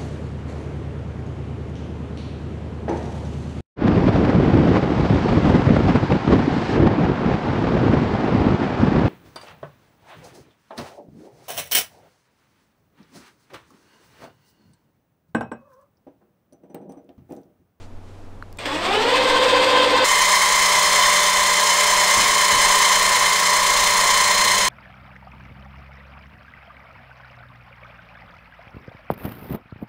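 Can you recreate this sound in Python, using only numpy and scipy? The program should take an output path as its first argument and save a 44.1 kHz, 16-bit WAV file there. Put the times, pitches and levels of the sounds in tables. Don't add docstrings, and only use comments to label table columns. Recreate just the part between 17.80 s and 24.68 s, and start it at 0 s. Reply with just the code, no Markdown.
import sys
import numpy as np
from scipy import signal
from scipy.fft import rfft, irfft, next_fast_len
from scipy.io import wavfile
from scipy.ndimage import uniform_filter1d, map_coordinates

SR = 44100
rng = np.random.default_rng(int(sys.argv[2]) if len(sys.argv) > 2 else 0)


def unload_wav(signal):
    wavfile.write(
        sys.argv[1],
        SR,
        np.round(np.clip(np.atleast_2d(signal).T, -1, 1) * 32767).astype(np.int16),
    )


def natural_amplitude(level_db):
    exponent = np.asarray(level_db, float) / 20
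    return 10 ** exponent


N = 303628

FAST_FROM = 2.245
CUT = round(FAST_FROM * SR)
M = CUT + 2 * (N - CUT)
LIVE = np.arange(M) / SR
SHOWN = np.minimum(LIVE, (LIVE + FAST_FROM) / 2)
TEETH = 106
RATIO = 3


def unit(x):
    return x / np.sqrt(np.mean(x ** 2) + 1e-20)


def along(points, hz):
    f, v = np.transpose(points)
    return np.interp(np.log(hz + 1), np.log(f + 1), v)


def curves(rows):
    s, *cols = np.transpose(rows)
    return [np.interp(SHOWN, s, c) for c in cols]


def wobble(rate):
    return map_coordinates(rng.standard_normal(400), [LIVE * rate], mode="wrap")


def filtered(x, response):
    m = next_fast_len(M + SR // 2)
    return irfft(rfft(x, m) * response(np.fft.rfftfreq(m, 1 / SR)), m)[:M]


def noise(spectrum):
    return unit(filtered(rng.standard_normal(M), lambda hz: natural_amplitude(along(spectrum, hz))))


def place(s):
    return round(max(s, 2 * s - FAST_FROM) * SR)


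# (frequency [Hz], level [dB per Hz])
SHED_AIR = [(60, -13), (110, -9.5), (170, -15), (235, -9), (320, -14), (500, -15), (900, -19.5),
            (2000, -32), (6500, -43), (10000, -48.5), (16000, -59)]
# (frequency [Hz], level [dB per Hz])
DRONE = [(25, -40), (45, 1), (60, 2.5), (105, -0.5), (140, -21), (300, -50), (900, -120)]


def room_tone():
    hush_db = -46.5 + 0.24 * SHOWN + 1.4 * wobble(4.6)
    drone_db = -61.5 + 0.94 * SHOWN + 2.4 * wobble(0.84)
    hum = natural_amplitude(-42.5 + 0.2 * wobble(2.16)) * np.sin(2 * np.pi * 93.1 * LIVE)
    return hum + natural_amplitude(drone_db + 3.5) * noise(DRONE) + natural_amplitude(hush_db) * noise(SHED_AIR)


# (time [s], level [dB], half length [s])
GUSTS = [
    (3.9, -5, 0.13),
    (5.6, -4, .2),
    (5.95, 3, .2),
]
# (frequency [Hz], level [dB per Hz])
RUMBLE = [(4, -8), (10, -2), (20, -2), (32, -12.5), (60, -60), (200, -130)]


def buffeting():
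    level_db = np.where(LIVE < FAST_FROM, -37 - 2 * LIVE, -42)
    for s, db, half in GUSTS:
        level_db = level_db + db * np.exp(-((SHOWN - s) / half) ** 2)
    return natural_amplitude(level_db - 2.5) * unit(natural_amplitude(1.5 * wobble(6)) * noise(RUMBLE))


# (time [s], level [dB], half length [s])
STIRS = [
    (.02, -56.5, .05),
    (.3, -61, .07),
    (.43, -65, .07),
]
# (frequency [Hz], level [dB per Hz])
RUSTLE = [(300, -22), (1500, -1), (2700, 1), (5000, -4), (8000, -8), (14000, -30)]


def hand():
    stir = sum(natural_amplitude(db) * np.exp(-((LIVE - s) / half) ** 2) for s, db, half in STIRS)
    return stir * natural_amplitude(2.5 * wobble(29)) * noise(RUSTLE)


# (time [s], peak level [dB], ring [Hz], t60 [s], snap [dB])
CLICKS = [
    (0.625, -7.5, 1390, 0.005, -30),
    (.6252, -28, 4200, .006, -24),
    (.7268, -41, 4000, 0.0055, 14),
    (.7715, -38, 3600, 0.0087, 5),
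    (.7717, -31, 7400, 0.0072, -8),
    (.785, -17, 2420, 0.034, -35),
    (.7855, -21, 8170, .02, -17),
    (.7855, -44, 4470, .02, -13),
    (.853, -13, 910, .04, -18),
]


def clicks():
    out, t = np.zeros(M + SR), np.arange(SR // 2) / SR
    for s, db, hz, t60, snap_db in CLICKS:
        ring = np.sin(2 * np.pi * hz * t) + natural_amplitude(snap_db) * rng.standard_normal(len(t))
        attack = (1 - np.exp(-8 * t / t60)) ** 2
        out[place(s):][:len(t)] += natural_amplitude(db - 60 * t / t60) * attack * ring
    return out[:M]


RELAY_S = 0.785
# (time [s], rate [turns per s])
CRUISE = [(1.6, 4.937), (3.05, 4.947), (4.05, 4.935), (4.55, 4.917), (6.9, 4.921)]


def speed():
    cruise, = curves(CRUISE)
    ramp = 1.95 + 5.45 * np.clip(LIVE - RELAY_S, 0, 1)
    knee = 30
    rate = (ramp ** -knee + cruise ** -knee) ** (-1 / knee)
    return rate, 20 * np.log10(rate / cruise)


# (time [s], level [dB])
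EFFORT = [(1.2, -1.5), (1.9, 0), (2.7, 0), (3.2, 1), (3.75, -1), (4.3, 1.1), (4.7, 0), (5, 1.6), (5.5, -1),
          (6.2, 0), (6.88, -1.6)]
# (time [s], whine gain [dB], rasp gain [dB], fade [s])
JOLTS = [
    (.785, -11, 0.5, 0.024),
    (.852, -1, 15, 0.03),
    (.95, 5, 1.5, .04),
    (1.05, 5, 3, 0.063),
    (1.135, 2.5, -0.5, 0.085),
]


def levels(lag_db):
    effort_db, = curves(EFFORT)
    whine_db = -17.5 + 1.36 * lag_db + effort_db
    rasp_db = -14.5 + 1.7 * lag_db + 0.5 * effort_db
    for s, whine_jump, rasp_jump, fade in JOLTS:
        kick = np.clip((LIVE - s) / 0.0056, 0, 1) * np.exp(-np.clip(LIVE - s, 0, 1) / fade)
        whine_db = whine_db + whine_jump * kick
        rasp_db = rasp_db + rasp_jump * kick
    return whine_db, rasp_db


ORDERS_SUNG = [60, 96, 102, 105, 315, 108, 111, 117, 189, 207, 43.6, 358, 426]
# (level [dB], drift [dB per s], beat depth [dB], loudest at [s], beat length [s])
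SUNG = [(-30, -0.55, 2.5, 3.68, 2.97), (-31.5, -0.3, -0.2, 5.1, 4.6), (-21, -0.86, 1.5, 1.7, 3.8),
        (-26.5, 0.02, 2, 1.8, 1.72), (-36, -0.56, 2, 2.8, 1.55), (-28.5, -0.35, 2.5, 2.9, 1.8),
        (-36.5, 1.45, 2, 5.3, 5.2), (-32.5, -0.16, 3, 2.6, 3.4), (-33, -0.17, 3.5, 1.6, 5.2),
        (-20, -2.1, 1, 2.94, 1.87), (-47.5, 0.64, -1.5, 5.35, 1.2), (-39, -2.1, 16, 3.4, 2.6),
        (-47, 3, 1.5, 6.5, 2.4)]


def lines(turns, lag_db):
    out = np.zeros(M)
    for order, (db, drift, depth, s, length) in zip(ORDERS_SUNG, SUNG):
        beat_db = depth * np.cos(2 * np.pi * (SHOWN - s) / length)
        level_db = db + drift * SHOWN + beat_db + 1.8 * lag_db + 1.3 * wobble(3)
        cycles = order * turns + rng.random() + 0.033 * wobble(4.6)
        out += natural_amplitude(level_db) * np.sin(2 * np.pi * cycles)
    return out


# (harmonic [x tooth rate], level [dB], sideband spread [wheel orders])
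MESH = [(.99, -2, 8), (1.55, -13.5, 6), (1.77, -11, 7), (2, -5.5, 9), (2.96, -6.5, 9), (3.38, -13.5, 4),
        (3.96, -11, 11), (5, -14, 13), (6, -14.5, 16), (7, -15, 15), (8, -18, 15), (9, -16, 15),
        (10, -25, 10), (12, -32, 18), (13, -24, 18)]
# (frequency [Hz], level [dB])
FRAME = [(100, -30), (200, -22), (300, -2.5), (450, -0.5), (700, -2), (900, 0.5), (1250, -1), (1400, -3),
         (2000, 0.5), (3400, 3), (9000, -8.5)]


def whine(turns, pinion_db, loose):
    order = np.arange(2049)
    hump = sum(natural_amplitude(db) / (1 + ((order - h * TEETH) / spread) ** 2) for h, db, spread in MESH)
    hump = hump * natural_amplitude(pinion_db * (order % RATIO == 0))
    kept = hump * ~np.isin(order, ORDERS_SUNG)
    drift = 2 * np.pi * (0.063 * LIVE + 0.082 * wobble(0.44))
    size = 16384
    repeating = np.zeros(M)
    for share in np.cos(drift), np.sin(drift):
        phase = np.exp(2j * np.pi * rng.random(2049))
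        errors = irfft(kept * phase * natural_amplitude(1.96 * rng.standard_normal(2049)), size)
        repeating += share * np.interp(turns % 1 * size, np.arange(size + 1), np.append(errors, errors[0]))
    fine = np.arange(64 * 2048 + 1)
    smooth = np.interp(fine / 64, order, uniform_filter1d(hump, size=3))
    free = irfft(smooth * np.exp(2j * np.pi * rng.random(len(fine))), 64 * size)
    out = unit(repeating) + loose * np.interp(turns * size, np.arange(len(free)), unit(free))
    return unit(filtered(out, lambda hz: natural_amplitude(along(FRAME, hz))))


# (frequency [Hz], level [dB per Hz])
RASP = [(60, -36), (120, -35), (200, -22), (400, -18.5), (520, -7), (720, -16.5), (1030, -10), (1340, -18),
        (1750, -15.5), (3240, -17.5), (4800, -23), (5500, -29), (10500, -51.5), (16000, -64)]
# (frequency [Hz], width [Hz], level [dB])
HOUSING = [(292, 90, 3), (3420, 97, 1.5), (7570, 440, -1), (7920, 620, 2.5), (8570, 1200, 10.5),
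           (12050, 520, 6), (13100, 860, 12), (15100, 900, 8)]


def rasp(turns, throb_db, gate, grit):
    pinion_swell = throb_db * np.cos(2 * np.pi * RATIO * turns + 1.74)
    wheel_swell = 0.13 * np.cos(2 * np.pi * turns + 0.48)
    swell = pinion_swell + wheel_swell + 0.96 * wobble(25)
    teeth = 1 + gate * np.cos(2 * np.pi * TEETH * turns)
    grains_db = grit * rng.standard_normal(M // 40 + 1).repeat(40)[:M]
    rough = rng.standard_normal(M) * natural_amplitude(grains_db)

    def colour(f):
        ring = 1 + sum(natural_amplitude(db) / (1 + ((f - c) / w * 2) ** 2) for c, w, db in HOUSING)
        return natural_amplitude(along(RASP, f)) * ring

    def bright(f):
        return f ** 2 / (f ** 2 + 2500 ** 2)

    top = filtered(rough * teeth * natural_amplitude(swell), lambda f: colour(f) * np.sqrt(bright(f)))
    low = filtered(rng.standard_normal(M), lambda f: colour(f) * np.sqrt(1 - bright(f)))
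    return unit(top + low)


def actuators():
    strain = 1 + 4 * np.clip((1.4 - LIVE) / .5, 0, 1)
    rate, lag_db = speed()
    turns = np.cumsum(rate) / SR + 0.227 * (LIVE > FAST_FROM)
    twist = strain * (0.00048 * wobble(9) + 0.00015 * wobble(30))
    off_centre = 0.00046 * np.sin(2 * np.pi * turns)
    twisted = turns + twist + off_centre
    whine_db, rasp_db = levels(lag_db)
    screw_swell = 2 * np.cos(2 * np.pi * 4.78 * (LIVE - 6.16))
    pinion_swell = 1.16 * np.cos(2 * np.pi * RATIO * turns + 2.63)
    surge = 0.78 * wobble(5) + screw_swell + pinion_swell
    on = np.clip((LIVE - RELAY_S) / 0.0023, 0, 1)
    gears = natural_amplitude(whine_db - 4.0 + surge) * whine(twisted, pinion_db=4.5, loose=0.93)
    throb_db = 2.6 + 0.48 * SHOWN
    rub = natural_amplitude(rasp_db - 6.5) * rasp(turns, throb_db, gate=0.13, grit=0.92)
    tones = natural_amplitude(whine_db + 17.0) * lines(twisted, lag_db)
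    return on * tones, on * (gears + rub)


# (frequency [Hz], t60 [s])
SHED = [(200, 1.78), (2000, 0.55), (10000, 1.09)]


def shed(x):
    hz, t, z = signal.stft(rng.standard_normal(SR), SR, nperseg=256)
    tail = signal.istft(z * natural_amplitude(-60 * t / along(SHED, hz)[:, None]), SR, nperseg=256)[1]
    return signal.fftconvolve(np.pad(x, (500, 0)), tail / np.linalg.norm(tail))[:M]


# (time [s], level [dB], boom [Hz], t60 [s])
THUDS = [
    (4.366, -26.5, 102, 0.91),
    (4.49, -33.5, 128, 0.95),
    (4.719, -30, 39.4, 1),
    (6.63, -36, 66, 0.78),
]


def thuds():
    out, t = np.zeros(M + SR), np.arange(SR // 2) / SR
    for s, db, hz, t60 in THUDS:
        puff = uniform_filter1d(uniform_filter1d(rng.standard_normal(len(t)), size=90), size=60)
        body = 0.5 * np.sin(2 * np.pi * hz * t) + 0.81 * unit(puff)
        out[place(s):][:len(t)] += natural_amplitude(db - 60 * t / t60) * (1 - np.exp(-t / 0.014)) * body
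    return out[:M]


def engine():
    since = np.clip(SHOWN - 4.9, 0, None)
    crank = 2 * np.pi * np.cumsum(60.5 - 5.3 * since) / SR
    firing_db = -48 - 24 * np.exp(-since / 0.34) + 1.2 * wobble(1.96)
    octave_db = -75 + 17.6 * since + 1.5 * wobble(1.86)
    return natural_amplitude(firing_db) * np.sin(crank) + natural_amplitude(octave_db) * np.sin(2 * crank)


def scene():
    around = room_tone() + buffeting() + hand() + engine()
    tones, drive = actuators()
    live = around + clicks() + tones + drive + natural_amplitude(-5.5) * shed(drive) + thuds()
    fast = filtered(live, lambda hz: hz < SR / 4)[CUT::2]
    return np.append(live[:CUT], fast)[None]


def top_cut(x):
    return signal.sosfilt(signal.butter(12, 17110, fs=SR, output="sos"), x)


def record(dry):
    m = next_fast_len(N + SR)
    edge = np.clip((15780 - np.fft.rfftfreq(m, 1 / SR)) / 120, 0, 1)
    mix = irfft(rfft(dry, m) * np.sin(np.pi / 2 * edge) ** 2, m)[:, :N]
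    return top_cut(mix)


dry = scene()
out = record(dry)
unload_wav(out)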